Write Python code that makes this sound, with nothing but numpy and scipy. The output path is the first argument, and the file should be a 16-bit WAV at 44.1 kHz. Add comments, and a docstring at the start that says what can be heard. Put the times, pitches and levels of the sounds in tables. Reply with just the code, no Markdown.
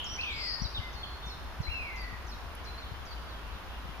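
"""A conifer wood: a bed of tree hush and low drone, with small puffs of wind on the microphone.
As an earlier whistle rings out, a near songbird opens with slurs, flicks, a warble and a buzz.
Over that phrase a young buzzard mews from its nest, a whistle that leaps up and sinks slowly.
Thin notes and chips follow, the buzzard mews again at 1.7 s, and two tiny ticks pass.
From 2.5 s other birds warble far off. The trunks scatter every call into a tail of echoes."""
import sys
import numpy as np
from scipy import signal
from scipy.fft import rfft, irfft
from scipy.io import wavfile
from scipy.ndimage import uniform_filter1d

SR = 44100
rng = np.random.default_rng(int(sys.argv[2]) if len(sys.argv) > 2 else 0)


def transcribe(signal):
    """Save signal, clipped to [-1, 1], as a 16-bit WAV file at the path in sys.argv[1]."""
    frames = np.atleast_2d(signal).T
    limited = np.clip(frames, -1, 1)
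    pcm = np.round(limited * 32767).astype(np.int16)
    wavfile.write(sys.argv[1], SR, pcm)


N = 176400
TIME = np.arange(N) / SR
FREQS = np.maximum(np.arange(N // 2 + 1) * SR / N, 1)


def from_db(db):
    """Decibels to gain."""
    return 10 ** (np.asarray(db) / 20)


def unit_rms(x):
    """Scale to an rms of 1."""
    return x / np.sqrt(np.mean(x ** 2) + 1e-20)


def curve(points):
    """Breakpoints joined up over log frequency."""
    hz, value = np.transpose(points)
    return np.interp(np.log(FREQS), np.log(hz), value)


def band(centre_hz, half_width_hz, order=2):
    """Bell-shaped gain over frequency."""
    return 1 / (1 + ((FREQS - centre_hz) / half_width_hz) ** order)


def drift(rate_hz):
    """Random modulator of rms 1, moving mostly below the given rate."""
    return unit_rms(irfft(rfft(rng.standard_normal(N)) * band(0, rate_hz), N))


def stereo_noise(gain, coherence):
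    """Shaped noise of rms 1; the lower the coherence, the wider the image."""
    coherence = np.clip(coherence, -.99, .99)
    mid, side = rfft(rng.standard_normal((2, N))) * gain
    mid, side = mid * np.sqrt(1 + coherence), side * np.sqrt(1 - coherence)
    return unit_rms(irfft(np.array([mid + side, mid - side]), N))


def pan(db):
    """Constant-power gains; positive is left."""
    return unit_rms(from_db(np.array([[db], [-db]]) / 2))


def gate(start, end, attack_s=.003, release_s=.006):
    """Linear attack, hold and release."""
    return np.clip((TIME - start) / attack_s, 0, 1) * np.clip((end - TIME) / release_s, 0, 1)


def cycle(hz):
    """Running phase of a moving pitch."""
    return 2 * np.pi * np.cumsum(hz) / SR


def gesture(rows, fade_s=.0061):
    """Smoothed pitch curve and gain envelope of one call."""
    times, hz, db = np.transpose(rows)
    pitch = uniform_filter1d(np.interp(TIME, times, hz), size=300)
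    gain = from_db(np.interp(TIME, times, db)) * gate(times[0], times[-1], fade_s, fade_s)
    return pitch, np.sqrt(2) * gain


# Tone colour of the trees' hush: (frequency [Hz], relative level [dB])
HUSH_SPECTRUM = [(100, -0.5), (250, -1.5), (500, -4.5), (750, -2), (1000, 0.5), (1500, -2.5), (2100, -8),
                 (3000, -10.5), (5500, -18), (7500, -28.5)]
# Stereo image of hush and hiss: (frequency [Hz], left-right coherence [0-1])
BED_COHERENCE = [(100, 0.14), (700, 0.75), (1400, 0.45), (2500, 0.034)]


def hush_and_hiss(crossover_hz=7200):
    """The bed: hush of the trees below the crossover, the microphone's hiss and faint whine above."""
    coherence = curve(BED_COHERENCE)
    low_pass = 1 / np.sqrt(1 + (FREQS / crossover_hz) ** 8)
    high_pass = 1 / np.sqrt(1 + (crossover_hz / FREQS) ** 8)
    hush = from_db(-46) * stereo_noise(from_db(curve(HUSH_SPECTRUM)) * low_pass, coherence)
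    hiss = from_db(-63) * stereo_noise(high_pass, coherence)
    whine = from_db(-80.5) * stereo_noise(band(8810, 22), coherence=.99)
    return hush + hiss + whine


# Low end, peaking at 54 Hz: (frequency [Hz], relative level [dB])
DRONE_SPECTRUM = [(20, -13), (42, -9.5), (54, 3.5), (61, -1.5), (68, -5), (90, -12.5), (260, -38)]


def drone():
    """A low, rumbling drone whose level flutters slightly."""
    top_hz = DRONE_SPECTRUM[-1][0]
    rumble = stereo_noise(from_db(curve(DRONE_SPECTRUM)) * band(0, top_hz, order=4), coherence=.78)
    return pan(2) * from_db(-43.5 - .5 * drift(9.9)) * rumble


# The stronger wind bumps: (time [s], level [dB], width [s], pan left [dB])
WIND_BUMPS = [(.621, -23.5, .0017, 39), (.641, -27, 0.0047, 16), (.657, -26.5, 0.0028, 34),
              (.795, -26.5, 0.0028, 25), (1.606, -22, 0.0022, -25), (1.69, -25, 0.0044, 37),
              (2.92, -29.5, 0.0024, 29)]


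def wind_puffs(eddies_per_s=5.2, eddy_db=-35.5, eddy_width_s=.0031, eddy_pan_db=16):
    """Each eddy is a soft bump of pressure, mostly on one side of the mic; small ones come at random."""
    draws = rng.random((int(eddies_per_s * N / SR), 2))
    eddies = [(when * N / SR, eddy_db, eddy_width_s * (.5 + size), eddy_pan_db) for when, size in draws]
    out = 0
    for centre, db, width, pan_db in list(WIND_BUMPS) + eddies:
        offset_squared = np.minimum(((TIME - centre) / width) ** 2, 100)
        bump = (1 - offset_squared) * np.exp(-offset_squared / 2)
        out += pan(pan_db) * from_db(db) * bump
    return out


# Tiny clicks in the top end: (time [s], relative level [dB])
TICK_CUES = [(2.018, -47), (2.552, -37)]


def ticks(decay_s=.0014):
    """Very short bursts of bright noise."""
    envelope = 0
    for start, db in TICK_CUES:
        decay = np.exp(-np.minimum(np.abs(TIME - start) / decay_s, 20))
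        envelope += from_db(db) * (TIME >= start) * decay
    return envelope * stereo_noise(band(11100, 1500, order=4), coherence=.5) / 2


WOOD_T60_S = .97


def in_wood(dry, wet_db, pan_db=0, echoes_per_s=2500, right_lag_s=.00014):
    """Forest reverb: the direct call plus a dying cloud of echoes from trunks and branches."""
    t = TIME[:SR]
    echoes = rng.standard_normal((2, SR)) * (rng.random((2, SR)) < echoes_per_s / SR)
    onset = np.clip((t - .0041) / .0038, 0, 1)  # pre-delay, then a quick build
    twigs = 1 + 2 * np.exp(-t / .011)  # nearby twigs add strong early reflections
    echoes *= from_db(-60 * t / WOOD_T60_S) * onset * twigs
    echoes /= np.sqrt(np.sum(echoes ** 2, axis=1, keepdims=True))
    tail = signal.fftconvolve(dry[None], echoes, axes=1)[:, :N]
    direct = np.array([dry, np.interp(TIME - right_lag_s, TIME, dry)])  # reaches the left mic first
    wet = from_db(wet_db)
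    return pan(pan_db) * (direct + wet * tail) / np.sqrt(1 + wet ** 2)


def dying_echo():
    """The diffuse ring of an earlier whistle fades among the trunks."""
    return from_db(-38 - 60 * TIME / WOOD_T60_S) * stereo_noise(band(3080, 220), coherence=0)


def far_birds(start_s=2.5, centre_hz=3200, spread_octaves=.19, syllables_per_s=11):
    """A distant warble, mostly echo: a fast-wandering pitch chopped into uneven syllables."""
    hz = centre_hz * 2 ** (spread_octaves * drift(30))
    syllables = np.maximum(np.sin(cycle(syllables_per_s * (1 + .5 * drift(10)))), 0)
    song = unit_rms(syllables * np.sin(cycle(hz)))
    entry = np.clip((TIME - start_s) / .003, 0, 1)
    return in_wood(from_db(-58.3) * entry * song, wet_db=1)


SWOOP_TOP_HZ, NOTE_WAVER, NOTE_WAVER_HZ = 7120, .011, 118.5
# Thin chips of small birds: (time [s], length [s], held pitch [Hz], level [dB])
CHIP_CUES = [(0.928, 0.27, 4290, -49), (1.258, 0.052, 5300, -51.5), (1.615, 0.078, 4076, -42.5),
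             (1.956, 0.077, 4680, -50.5), (2.266, 0.047, 5340, -53.5), (2.641, .06, 4066, -46),
             (3.051, 0.089, 4620, -52)]


def chips(swoop_s=.025, entry_db=-54.5, fade_db_per_s=18):
    """Each chip swoops in faintly from above, lands on its pitch and fades there."""
    waver = 1 + NOTE_WAVER * drift(NOTE_WAVER_HZ)
    out = 0
    for start, length, held_hz, db in CHIP_CUES:
        swoop = np.clip(1 - (TIME - start) / swoop_s, 0, 1)
        hz = held_hz + (SWOOP_TOP_HZ - held_hz) * swoop ** 2
        fade_db = fade_db_per_s * np.maximum(TIME - start, 0)
        gain = from_db(db + (entry_db - db) * swoop - fade_db) * gate(start, start + length)
        out += gain * np.sin(cycle(hz * waver))
    return in_wood(np.sqrt(2) * out, wet_db=2)


# Plain bird notes: (time [s], length [s], start pitch [Hz], end pitch [Hz], level [dB])
NOTE_CUES = [(0.302, 0.18, 7350, 7650, -65), (0.209, 0.0092, 3650, 5430, -32.5),
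             (0.232, 0.016, 3263, 2180, -31), (0.745, 0.039, 3910, 3450, -37),
             (0.768, 0.027, 3600, 2740, -39), (0.797, 0.12, 2095, 2040, -49),
             (1.03, 0.019, 3600, 2970, -37), (1.225, 0.08, 3560, 3640, -47.5),
             (1.301, 0.042, 4500, 3660, -46), (2.032, 0.02, 4700, 4090, -46),
             (2.312, 0.03, 4690, 3570, -47.5), (2.777, 0.025, 4350, 4180, -47),
             (2.82, 0.029, 4200, 3060, -51), (3.109, 0.03, 4550, 3960, -51), (3.283, .075, 4600, 3040, -54),
             (3.499, 0.052, 2860, 4500, -57.5)]


def gliding_notes():
    """Straight whistled glides, mostly falling; nearer, drier and steadier than the chips."""
    waver = np.sqrt(1 + NOTE_WAVER * drift(NOTE_WAVER_HZ))
    out = 0
    for start, length, start_hz, end_hz, db in NOTE_CUES:
        hz = np.interp(TIME, [start, start + length], [start_hz, end_hz])
        out += from_db(db) * gate(start, start + length) * np.sin(cycle(hz * waver))
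    return in_wood(np.sqrt(2) * out, wet_db=-4)


# A quick run of sharp flicks: (time [s])
FLICK_CUES = [.065, .094, .134, .161]


def flicks(length_s=.007, end_hz=4100):
    """Each flick is a whistle that dives so fast it reads as a tick."""
    out = 0
    for start in FLICK_CUES:
        end = start + length_s
        hz = np.interp(TIME, [start, end], [SWOOP_TOP_HZ, end_hz])
        out += gate(start, end, attack_s=length_s, release_s=length_s / 10) * np.sin(cycle(hz))
    return in_wood(from_db(-38) * out, wet_db=-4)


def whistle(rows, vibrato_hz=0):
    """The songbird's voice: a pure tone with a slight random waver."""
    hz, gain = gesture(rows)
    return gain * np.sin(cycle(hz * (1 + .008 * drift(200)) + vibrato_hz))


def trill(rows, rate_hz, depth_hz, jitter):
    """A whistle whose pitch swings quickly to and fro at an uneven rate."""
    swing = np.sin(cycle(rate_hz * (1 + jitter * drift(25))))
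    return whistle(rows, depth_hz * swing)


# Opening and closing slurs, one list each: (time [s], pitch [Hz], level [dB])
SLUR_CURVES = [
    [(.041, 7320, -33), (.05, 5750, -52.5), (.066, 5370, -46), (.12, 5760, -43.5), (.174, 5870, -44)],
    [(.616, 5800, -41), (.637, 5740, -44), (.651, 3975, -38), (.678, 3740, -53)],
]
# The climbing warble: (time [s], centre pitch [Hz], level [dB])
WARBLE_CURVE = [(.213, 3250, -45.5), (.31, 3470, -39), (.35, 4470, -43.5)]
# The buzz it runs into: (time [s], centre pitch [Hz], level [dB])
BUZZ_CURVE = [(.33, 4650, -48), (.42, 4800, -35.5), (.545, 4740, -34.5), (.565, 4720, -48)]


def songbird():
    """The near phrase: pure slurs on the right frame a warble and a buzz on the left."""
    slurs = sum(whistle(rows) for rows in SLUR_CURVES)
    warble = trill(WARBLE_CURVE, rate_hz=58, depth_hz=272, jitter=.15)
    buzz = trill(BUZZ_CURVE, rate_hz=205, depth_hz=384, jitter=.05)
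    return in_wood(slurs, wet_db=-6, pan_db=-5.5) + in_wood(warble + buzz, wet_db=.5, pan_db=6)


# The buzzard's two mews, one list each: (time [s], pitch [Hz], level [dB])
MEW_CURVES = [
    [(.168, 1897, -59), (.195, 2595, -30.5), (.225, 2720, -43), (.28, 2455, -35.5), (.34, 2230, -42.5),
     (.40, 2134, -44), (.52, 1874, -50.5), (.60, 1827, -54)],
    [(1.665, 1980, -41.5), (1.696, 2630, -42), (1.725, 2803, -37.5), (1.78, 2607, -37), (1.844, 2385, -40),
     (1.902, 2143, -42.5), (2.0, 2010, -47), (2.15, 1898, -48.5)],
]


def buzzard(waver=.015, octave_db=-25):
    """The lead voice: a slightly unsteady whistle with a weak octave on top."""
    out = 0
    for rows in MEW_CURVES:
        hz, gain = gesture(rows)
        phase = cycle(hz * (1 + waver * drift(110)))
        out += gain * (np.sin(phase) + from_db(octave_db) * np.sin(2 * phase))
    return in_wood(out, wet_db=-3)


def scene():
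    """The mix, from the bed up to the buzzard."""
    ambience = hush_and_hiss() + drone() + wind_puffs() + ticks() + dying_echo()
    small_birds = far_birds() + chips() + gliding_notes() + flicks()
    return ambience + small_birds + songbird() + buzzard()


def record(dry):
    """The recorder cuts a narrow notch in the treble and rolls the top off steeply."""
    notch = signal.butter(6, (7750, 8720), "bandstop", fs=SR, output="sos")
    high_cut = signal.ellip(10, .2, 70, 15200, fs=SR, output="sos")
    return signal.sosfilt(high_cut, signal.sosfilt(notch, dry))


dry = scene()
out = record(dry)
transcribe(out)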